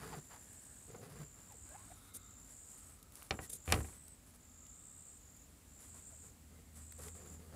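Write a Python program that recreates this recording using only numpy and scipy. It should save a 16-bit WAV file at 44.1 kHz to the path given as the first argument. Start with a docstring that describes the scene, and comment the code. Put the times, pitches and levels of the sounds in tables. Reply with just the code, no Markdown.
"""A long knife saws through a watermelon: cells burst, rind rasps, wet steel hisses, air pockets squelch.
The blade rubs and rings faintly as it comes free. The melon is turned by hand, knocks and thuds onto
a cutting board, shaking the folding table below; a second cut begins.
Outdoors throughout: crickets trill by wing strokes over soft air, a low rumble, a far engine
and faint distant calls."""
import sys
import numpy as np
from scipy import signal
from scipy.fft import rfft, irfft
from scipy.io import wavfile
from scipy.ndimage import uniform_filter1d

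SR = 44100
rng = np.random.default_rng(int(sys.argv[2]) if len(sys.argv) > 2 else 0)


def file_out(sig):
    """Save sig as 16-bit WAV at sys.argv[1]."""
    # one column per channel
    cols = np.atleast_2d(sig).T
    # limit, then scale
    lim = np.clip(cols, -1, 1)
    pcm = np.round(lim * 32767).astype(np.int16)
    wavfile.write(sys.argv[1], SR, pcm)


N = 332955
T = np.arange(N) / SR

# knife pushes: (start [s], end [s], melon body [dB], rind rasp [dB], wet hiss [dB])
KNIFE_STROKES = [(-.03, 0.115, -52.5, -53, -60.5), (0.116, 0.167, -51.5, -54.5, -65.5),
                 (0.293, 0.36, -67.5, -59.5, -80), (0.873, 1.02, -56.5, -65, -69.5),
                 (1.015, 1.239, -56, -60, -65.5), (1.32, 1.507, -72, -70, -72),
                 (1.642, 1.883, -76, -68.5, -70), (5.93, 5.995, -72, -67, -66),
                 (6.09, 6.118, -83, -67, -68), (6.216, 6.302, -67, -71, -69), (6.498, 6.617, -67, -72, -76),
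                 (6.745, 6.821, -67.5, -68.5, -63.5), (6.976, 7.081, -60, -62.5, -57.5),
                 (7.137, 7.354, -59, -64, -65.5), (7.382, 7.514, -61.5, -67, -69),
                 (7.518, 7.56, -54.5, -63, -68)]
# wet steel and hands sliding on the rind: (start [s], end [s], level [dB])
RIND_SLIDES = [(0.142, 0.905, -65.5), (1.873, 2.122, -65), (2.065, 2.1, -69), (2.374, 2.627, -66.5),
               (2.634, 3.006, -65), (3.122, 3.276, -58.5), (3.274, 3.413, -64.5), (3.405, 3.474, -56.5),
               (3.652, 3.82, -51), (3.78, 3.991, -59.5), (4.025, 4.102, -70), (4.26, 4.317, -65),
               (4.335, 4.365, -63.5), (5.787, 5.904, -62.5)]
# melon resonances: (frequency [Hz], width [Hz], gain [dB])
MELON_MODES = [(160, 105, 4), (445, 147, -0.5), (710, 115, -11), (1250, 95, -11.5), (2070, 61, -24),
               (3700, 53, -20), (4760, 61, -18)]
# rind rasp: (frequency [Hz], gain [dB])
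RASP_SPECTRUM = [(300, -8), (600, 8.5), (1300, 5.5), (2100, -2), (3200, -9), (4300, -10.5), (4780, -4),
                 (5200, -14), (6500, -12), (12000, -18.5)]
# wet hiss: (frequency [Hz], gain [dB])
HISS_SPECTRUM = [(1500, -4), (3000, -9.5), (5000, -7), (7000, -2.5), (10000, 3.5), (12000, -3.5),
                 (15500, -10.5)]
# one row per cricket: (pitch [Hz], wing strokes [1/s], trill length [s], level [dB])
CRICKET_SONGS = [(7335, 67, 0.637, -64.5), (8130, 70, 0.486, -64), (7100, 46, 0.43, -67.5)]
# trills, one row per cricket: (start [s], start [s], ...)
TRILL_STARTS_S = [
    [0, 1.128, 2.148, 3.288, 4.525, 5.67, 6.75],
    [.44, 1.469, 2.49, 3.68, 4.716, 5.819, 6.723],
    [0.611, 1.55, 2.481, 3.52, 4.381, 5.04, 5.91, 6.979],
]
# open air: (frequency [Hz], gain [dB])
AIR_SPECTRUM = [(15, -30), (25, -6), (82, 0.5), (136, -7.5), (281, -8), (322, -15.5), (445, -17),
                (1110, -23), (1240, -22.5), (3260, -27.5), (6050, -28), (7500, -18.5), (8810, -23.5),
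                (14300, -29.5), (15500, -29)]
# far engine: (time [s], pitch [Hz], level [dB])
ENGINE_TRACK = [(0, 79, -79), (1.301, 100.1, -72), (2, 98, -68.5), (2.501, 80, -74.5), (4.2, 82, -69.5),
                (5.3, 80, -73), (6.1, 79, -66), (6.7, 79, -59.5), (7.1, 80, -58), (7.55, 80, -57.5)]
# whines and calls beyond the trees: (start [s], end [s], from [Hz], to [Hz], blur [Hz], level [dB])
CALL_GLIDES = [(0.093, 0.997, 1810, 1606, 120, -73), (1.801, 2.498, 1330, 1277, 125, -68),
               (1.748, 2.498, 3710, 3770, 210, -72), (1.95, 2.4, 2210, 2030, 23, -76),
               (2.498, 3.699, 1255, 1254, 83, -73), (3.422, 3.465, 1936, 1890, 18, -57.5),
               (3.903, 4.042, 2000, 1970, 13, -75.5), (4.249, 5.25, 1296, 1228, 69, -75),
               (4.398, 5.201, 3670, 3660, 130, -82), (6.451, 6.807, 2040, 2150, 61, -77.5)]
# air pockets in the wet slit: (start [s], end [s], from [Hz], to [Hz], level [dB])
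AIR_POCKETS = [(.115, 0.16, 1053, 658, -49.5), (0.134, 0.165, 560, 303, -62),
               (0.163, 0.202, 190, 123.5, -43.5), (0.317, 0.352, 1212, 767, -59),
               (0.94, 0.967, 474, 437, -48.5), (1.19, 1.258, 164, 129, -47),
               (1.489, 1.551, 1090, 671, -61.5), (1.537, 1.566, 530, 400, -62.5),
               (1.682, 1.75, 535, 680, -61.5), (1.674, 1.762, 1500, 1745, -65.5),
               (1.736, 1.771, 712, 870, -52.5), (1.768, 1.857, 966, 1177, -67),
               (1.899, 1.934, 651, 776, -55), (6.104, 6.158, 720, 600, -67),
               (6.985, 7.011, 525, 462, -51.5), (7.055, 7.104, 408, 471, -53),
               (7.176, 7.323, 376.5, 336, -66)]
# rind snaps and finger ticks: (time [s], peak [dB], centre [Hz])
SNAPS = [(.187, -49, 5000), (.53, -48, 10000), (.947, -51, 1500), (1.037, -50, 1300), (1.236, -54, 1800),
         (1.522, -45, 9000), (1.691, -48, 10000), (3.028, -44, 9100), (3.122, -46, 10200),
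         (3.155, -37, 9800), (3.168, -51, 4500), (3.223, -46, 1470), (3.228, -40.5, 10000),
         (4.081, -45, 10500), (4.666, -48, 7040), (4.664, -56, 2500), (5.365, -52, 10500),
         (6.922, -42, 9800), (6.923, -49.5, 2100), (7.083, -44, 2000), (7.084, -42, 7000)]
# dry rubs on the blade: (start [s], end [s], level [dB])
BLADE_SCRAPES = [(2.135, 2.169, -50), (2.161, 2.177, -50), (3.433, 3.46, -69.5), (3.494, 3.509, -45.5),
                 (3.51, 3.528, -54), (3.524, 3.544, -43.5), (3.537, 3.575, -52)]
# steel resonances: (frequency [Hz], width [Hz], gain [dB])
BLADE_MODES = [(3670, 72, -15), (3970, 46, -11), (4980, 36, -20), (6000, 40, -26), (6670, 58, 2),
               (7520, 130, -2), (8130, 44, 4), (8250, 46, -5), (9400, 240, 3), (9520, 51, 1),
               (10760, 91, 2), (11300, 67, -1.5), (12150, 76, -1), (14000, 60, -25)]
# melon striking the board: (time [s], level [dB], cut-off [Hz], table thump [dB])
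BOARD_BLOWS = [(3.3083, -51, 5860, -40), (3.340, -68, 1790, -55), (3.390, -60, 2350, -46.5),
               (3.723, -44.2, 14000, -31.5), (3.741, -55, 4470, -38)]
# board chatter as the melon touches down, rocks and settles:
# (start [s], end [s], gap [s], level [dB], cut-off [Hz], table thump [dB], fade [dB/s])
BOARD_RATTLES = [(3.6775, 3.72, .0118, -63, 3280, -39, -24), (3.761, 3.8, .0138, -60, 2380, -38.5, 300),
                 (3.805, 3.95, .0405, -64, 2460, -40.5, 140)]
# board resonances: (frequency [Hz], width [Hz], gain [dB])
BOARD_MODES = [(470, 39, 4), (768, 40, 4.5), (830, 110, -8), (1850, 17, -5), (1955, 220, -1.5),
               (1965, 36, -3), (2293, 110, -4.5), (2970, 65, -14), (3300, 170, -15), (3670, 59, -5.5),
               (4220, 84, -4.5), (4480, 140, -9.5), (4900, 110, -6.5), (5400, 70, -7.5), (5820, 23, -25),
               (5860, 99, -6), (7250, 28, -18), (6950, 100, -12.5)]
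# low table-top modes: (frequency [Hz], t60 [s], gain [dB])
TABLE_MODES = [(48.4, 0.23, -15), (77.4, 0.23, 1), (105, 0.26, -5.5), (136.6, 0.21, -8), (224, 0.14, -12),
               (299, 0.089, -16), (451, 0.1, -10)]
# board and table clatter: (frequency [Hz], gain [dB])
CLATTER_SPECTRUM = [(120, -3.5), (300, 0), (520, -2), (780, -5.5), (1100, -0.5), (1700, -5), (2600, 1),
                    (3200, -3.5), (4000, -8), (6000, -13.5), (8000, -4.5), (10500, -5), (15500, -20)]


def undb(db):
    """Decibels to gain."""
    return 10 ** (np.asarray(db) / 20)


def rms(x):
    """Rms of a real or complex signal."""
    return np.sqrt(np.mean(np.abs(x) ** 2) + 1e-20)


def unit(x):
    """Scale to rms 1."""
    return x / rms(x)


def add(out, start_s, x):
    """Mix x into out; negative starts move to 0."""
    i = max(int(start_s * SR), 0)
    out[i:i + len(x)] += x[:max(len(out) - i, 0)]


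def colour(x, spectrum):
    """Minimum-phase filter from (frequency [Hz], gain [dB]) points."""
    hz, db = np.transpose(spectrum)
    grid_hz = np.fft.rfftfreq(4096, 1 / SR)
    gain = undb(np.interp(np.log(grid_hz + 1), np.log(hz), db))
    cepstrum = irfft(np.log(gain))
    half = len(cepstrum) // 2
    folded = np.r_[cepstrum[0], 2 * cepstrum[1:half], np.zeros(half)]
    return signal.fftconvolve(x, irfft(np.exp(rfft(folded))))[:len(x)]


def band(x, hz, width_hz):
    """One resonance, gain 1 at centre."""
    q = hz / min(width_hz, .3 * SR)
    return signal.lfilter(*signal.iirpeak(min(hz, .45 * SR), q, fs=SR), x + 1e-18)


def noise_band(count, hz, width_hz):
    """White noise through the same resonance twice."""
    return band(band(rng.standard_normal(count), hz, width_hz), hz, width_hz)


def ring(x, modes):
    """Parallel resonances."""
    return sum(undb(db) * band(x, hz, width_hz) for hz, width_hz, db in modes)


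def lowpass(x, hz, order=2):
    """Smooth roll-off."""
    return signal.sosfilt(signal.butter(order, min(hz, .45 * SR), fs=SR, output="sos"), x + 1e-18)


def walk(rate_hz):
    """Smooth random drift, rms 1."""
    step = int(SR / rate_hz)
    held = np.repeat(rng.standard_normal(N // step + 1), step)
    return unit(uniform_filter1d(held, step)[:N])


def grains(per_s, spread_db):
    """Random impulses: many small, few large."""
    size = undb(spread_db * np.minimum(rng.standard_exponential(N), 4))
    return (rng.random(N) < per_s / SR) * size * rng.choice([-1, 1], N)


def swell(count):
    """Half-sine rise and fall."""
    return np.sin(np.pi * (np.arange(count) + .5) / count)


def swells(rows, exponent=1):
    """Envelope with one swell per row; exponents below 1 flatten the tops."""
    envelope = np.zeros(N)
    for start_s, end_s, db in rows:
        add(envelope, start_s, undb(db) * swell(int((end_s - start_s) * SR)) ** exponent)
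    return envelope


def glide(start_s, end_s, from_hz, to_hz, blur_hz, rough):
    """Swelling, gliding note; rough 0 is a pure tone, 1 a noise band."""
    count = int((end_s - start_s) * SR)
    noise = rng.standard_normal(2 * count) + 1j * rng.standard_normal(2 * count)
    blur = unit(lowpass(noise, blur_hz)[count:])
    tone = np.exp(2j * np.pi * np.cumsum(np.geomspace(from_hz, to_hz, count)) / SR)
    note = np.imag(tone * (1 - rough + rough * blur))
    return swell(count) * unit(note) / np.sqrt(2)


def cutting(bite_s=0.018, release_s=0.018, catch_db=0.45, slide_rasp_db=-15):
    """Cells burst along the edge and ring the melon; rind rasps, wet steel hisses."""
    cells = grains(per_s=2200, spread_db=2.0)
    body = unit(lowpass(ring(cells, MELON_MODES), hz=880))
    rasp = unit(colour(cells, RASP_SPECTRUM)) * undb(1.15 * walk(rate_hz=77))
    wet_grains = grains(per_s=7000, spread_db=4.5)
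    hiss = unit(colour(wet_grains, HISS_SPECTRUM)) * undb(1.86 * walk(rate_hz=45))
    cuts = np.zeros(N)
    for start_s, end_s, body_db, rasp_db, hiss_db in KNIFE_STROKES:
        bite = np.clip((T - start_s) / bite_s, 0, 1)
        release = np.exp(-np.clip((T - end_s) / release_s, 0, 20))
        cuts += bite * release * (undb(body_db) * body + undb(rasp_db) * rasp + undb(hiss_db) * hiss)
    catch_and_slip = undb(catch_db * walk(rate_hz=30))
    slides = swells(RIND_SLIDES, exponent=0.35) * (hiss + undb(slide_rasp_db) * rasp)
    return cuts * catch_and_slip + slides


def crickets(duty=.62, pitch_fall=.17, rise_s=0.095, release_s=0.038, scatter_db=-2.5, chorus_db=-83):
    """Each wing stroke is a falling note, scattered by grass and trees; far crickets blur to a chorus."""
    direct = np.zeros(N)
    wobble = 1 + 0.0181 * walk(rate_hz=900)
    for (hz, strokes_per_s, length_s, db), starts_s in zip(CRICKET_SONGS, TRILL_STARTS_S):
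        wing_cycles = np.cumsum(strokes_per_s * (1 + .07 * walk(rate_hz=9))) / SR
        for start_s in starts_s:
            active = (T >= start_s) & (T < start_s + length_s)
            t = T[active] - start_s
            stroke = wing_cycles[active] % 1 / duty
            pitch_hz = hz * (1 - pitch_fall * (stroke - .5)) * wobble[active]
            tone = np.sin(2 * np.pi * np.cumsum(pitch_hz) / SR)
            pulses = np.sin(np.pi * np.minimum(stroke, 1))
            effort = np.clip(t / rise_s, 0, 1) ** .5 * np.clip((length_s - t) / release_s, 0, 1)
            direct[active] += undb(db) * effort * unit(pulses * tone)
    direct *= undb(1.15 * walk(rate_hz=60))
    t = T[:SR // 10]
    leaves = rng.standard_normal(len(t)) * np.exp(-t / 0.019)
    scattered = signal.fftconvolve(direct, leaves / np.linalg.norm(leaves))[:N]
    chorus = unit(noise_band(N, hz=7430, width_hz=900)) * undb(1.1 * walk(rate_hz=2))
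    return direct + undb(scatter_db) * scattered + undb(chorus_db) * chorus


def open_air(air_db=-62, rumble_db=-70.5):
    """Soft, drifting broadband noise over a low rumble."""
    air = unit(colour(rng.standard_normal(N), AIR_SPECTRUM))
    air *= undb(air_db + 0.42 * walk(rate_hz=3.16))
    rumble = unit(noise_band(N, hz=52.8, width_hz=22))
    return air + undb(rumble_db) * rumble


def far_engine(flutter_db=2):
    """Drone of three harmonics, wavering in pitch and level."""
    time_s, hz, db = np.transpose(ENGINE_TRACK)
    pitch_hz = np.interp(T, time_s, hz) * (1 + 0.0149 * walk(rate_hz=13))
    phase = 2 * np.pi * np.cumsum(pitch_hz) / SR
    drone = unit(np.sin(phase) + undb(-18) * np.sin(2 * phase) + undb(-13) * np.sin(3 * phase))
    return drone * undb(np.interp(T, time_s, db) + flutter_db * walk(rate_hz=19))


def far_calls():
    """Distant tones, blurred on their way through the trees."""
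    out = np.zeros(N)
    for start_s, end_s, from_hz, to_hz, blur_hz, db in CALL_GLIDES:
        add(out, start_s, undb(db) * glide(start_s, end_s, from_hz, to_hz, blur_hz, rough=1))
    return out


def squelches(rub_db=-7):
    """Air pockets glide in pitch as they open or close, with wet rubbing around each note."""
    out = np.zeros(N)
    for start_s, end_s, from_hz, to_hz, db in AIR_POCKETS:
        note = glide(start_s, end_s, from_hz, to_hz, blur_hz=0.087 * from_hz, rough=.4)
        rub = glide(start_s, end_s, 1.3 * from_hz, 1.8 * to_hz, blur_hz=1.38 * from_hz, rough=0.82)
        add(out, start_s, undb(db) * (note + undb(rub_db) * rub))
    return out


def snaps(decay_s=0.0021):
    """Rind snaps and fingers tick: short noise bursts, each in its own band."""
    out, t = np.zeros(N), T[:SR // 20]
    for time_s, db, hz in SNAPS:
        burst = rng.standard_normal(len(t)) * np.exp(-t / decay_s)
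        snap = band(burst, hz, width_hz=.65 * hz)
        add(out, time_s, undb(db) * snap / np.abs(snap).max())
    return out


def blade_ring(rub_db=-7.5, melon_db=-15):
    """Dry slips ring the steel's high modes and faintly shake the melon."""
    pressure = swells(BLADE_SCRAPES)
    slips = unit(grains(per_s=9000, spread_db=0.5))
    steel = ring(slips * pressure, BLADE_MODES) / np.std(ring(slips, BLADE_MODES))
    melon = unit(lowpass(ring(slips, MELON_MODES), hz=890))
    rub = unit(colour(slips, HISS_SPECTRUM))
    return steel + pressure * (undb(melon_db) * melon + undb(rub_db) * rub)


def contacts(rebound_s=.007, thump_fade_ratio=1.8):
    """Blows, each with a softer, duller rebound, and chatter; light bounces barely shake the table."""
    for time_s, db, cutoff_hz, thump_db in BOARD_BLOWS:
        yield time_s, db, cutoff_hz, thump_db
        yield time_s + rebound_s, db - 6, 0.13 * cutoff_hz, thump_db - 17
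    for start_s, end_s, gap_s, db, cutoff_hz, thump_db, fade_db_per_s in BOARD_RATTLES:
        for t in np.arange(0, end_s - start_s, gap_s):
            fade_db = fade_db_per_s * t
            yield start_s + t, db - fade_db, cutoff_hz, thump_db - thump_fade_ratio * fade_db


def knocks(board_db=-1, crack_db=-3, clatter_db=-2, melon_damping_t60_s=0.27):
    """Each contact cracks, rings the board under the melon's damping weight and shakes the table."""
    out, t = np.zeros(N), T[:SR // 2]
    impulse = signal.unit_impulse(len(t))
    free_board = sum((-1) ** k * ring(impulse, [mode]) for k, mode in enumerate(BOARD_MODES))
    board = unit(free_board * undb(-60 * t / melon_damping_t60_s))
    crack = -unit(colour(impulse, CLATTER_SPECTRUM))
    thump = sum(undb(db - 60 * t / t60_s) * np.sin(2 * np.pi * hz * t) for hz, t60_s, db in TABLE_MODES)
    for time_s, db, cutoff_hz, thump_db in contacts():
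        dense_modes = np.zeros(len(t))
        for hz in 180 * 2. ** np.arange(7):
            t60_s = 0.089 * (1000 / hz) ** 0.81  # high octaves die first
            dense_modes += noise_band(len(t), hz, width_hz=hz) * undb(-60 * t / t60_s)
        clatter = unit(colour(dense_modes, CLATTER_SPECTRUM))
        blow = undb(board_db) * board + undb(crack_db) * crack + undb(clatter_db) * clatter
        add(out, time_s, undb(db) * lowpass(blow, cutoff_hz, order=4) + undb(thump_db) * thump)
    return out


def yard_echo(near, delay_s=.012, t60_s=0.15):
    """Reflections from the ground, a trailer and the trees."""
    t = T[:SR // 2]
    response = lowpass(rng.standard_normal(len(t)), hz=5200) * undb(-60 * t / t60_s) * (t > delay_s)
    return signal.fftconvolve(near, response / np.linalg.norm(response))[:N]


def scene(echo_db=-27):
    """Mono mix: near sounds, their faint echo, outdoor background."""
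    near = cutting() + squelches() + knocks() + blade_ring() + snaps()
    echo = undb(echo_db) * yard_echo(near)
    return (near + echo + crickets() + far_calls() + open_air() + far_engine())[None]


def record(dry, low_hz=39, top_hz=15550):
    """Cut the deepest bass and the top treble."""
    dry = signal.sosfilt(signal.butter(5, low_hz, "high", fs=SR, output="sos"), dry)
    return signal.sosfilt(signal.ellip(10, .2, 70, top_hz, fs=SR, output="sos"), dry)


dry = scene()
out = record(dry)
file_out(out)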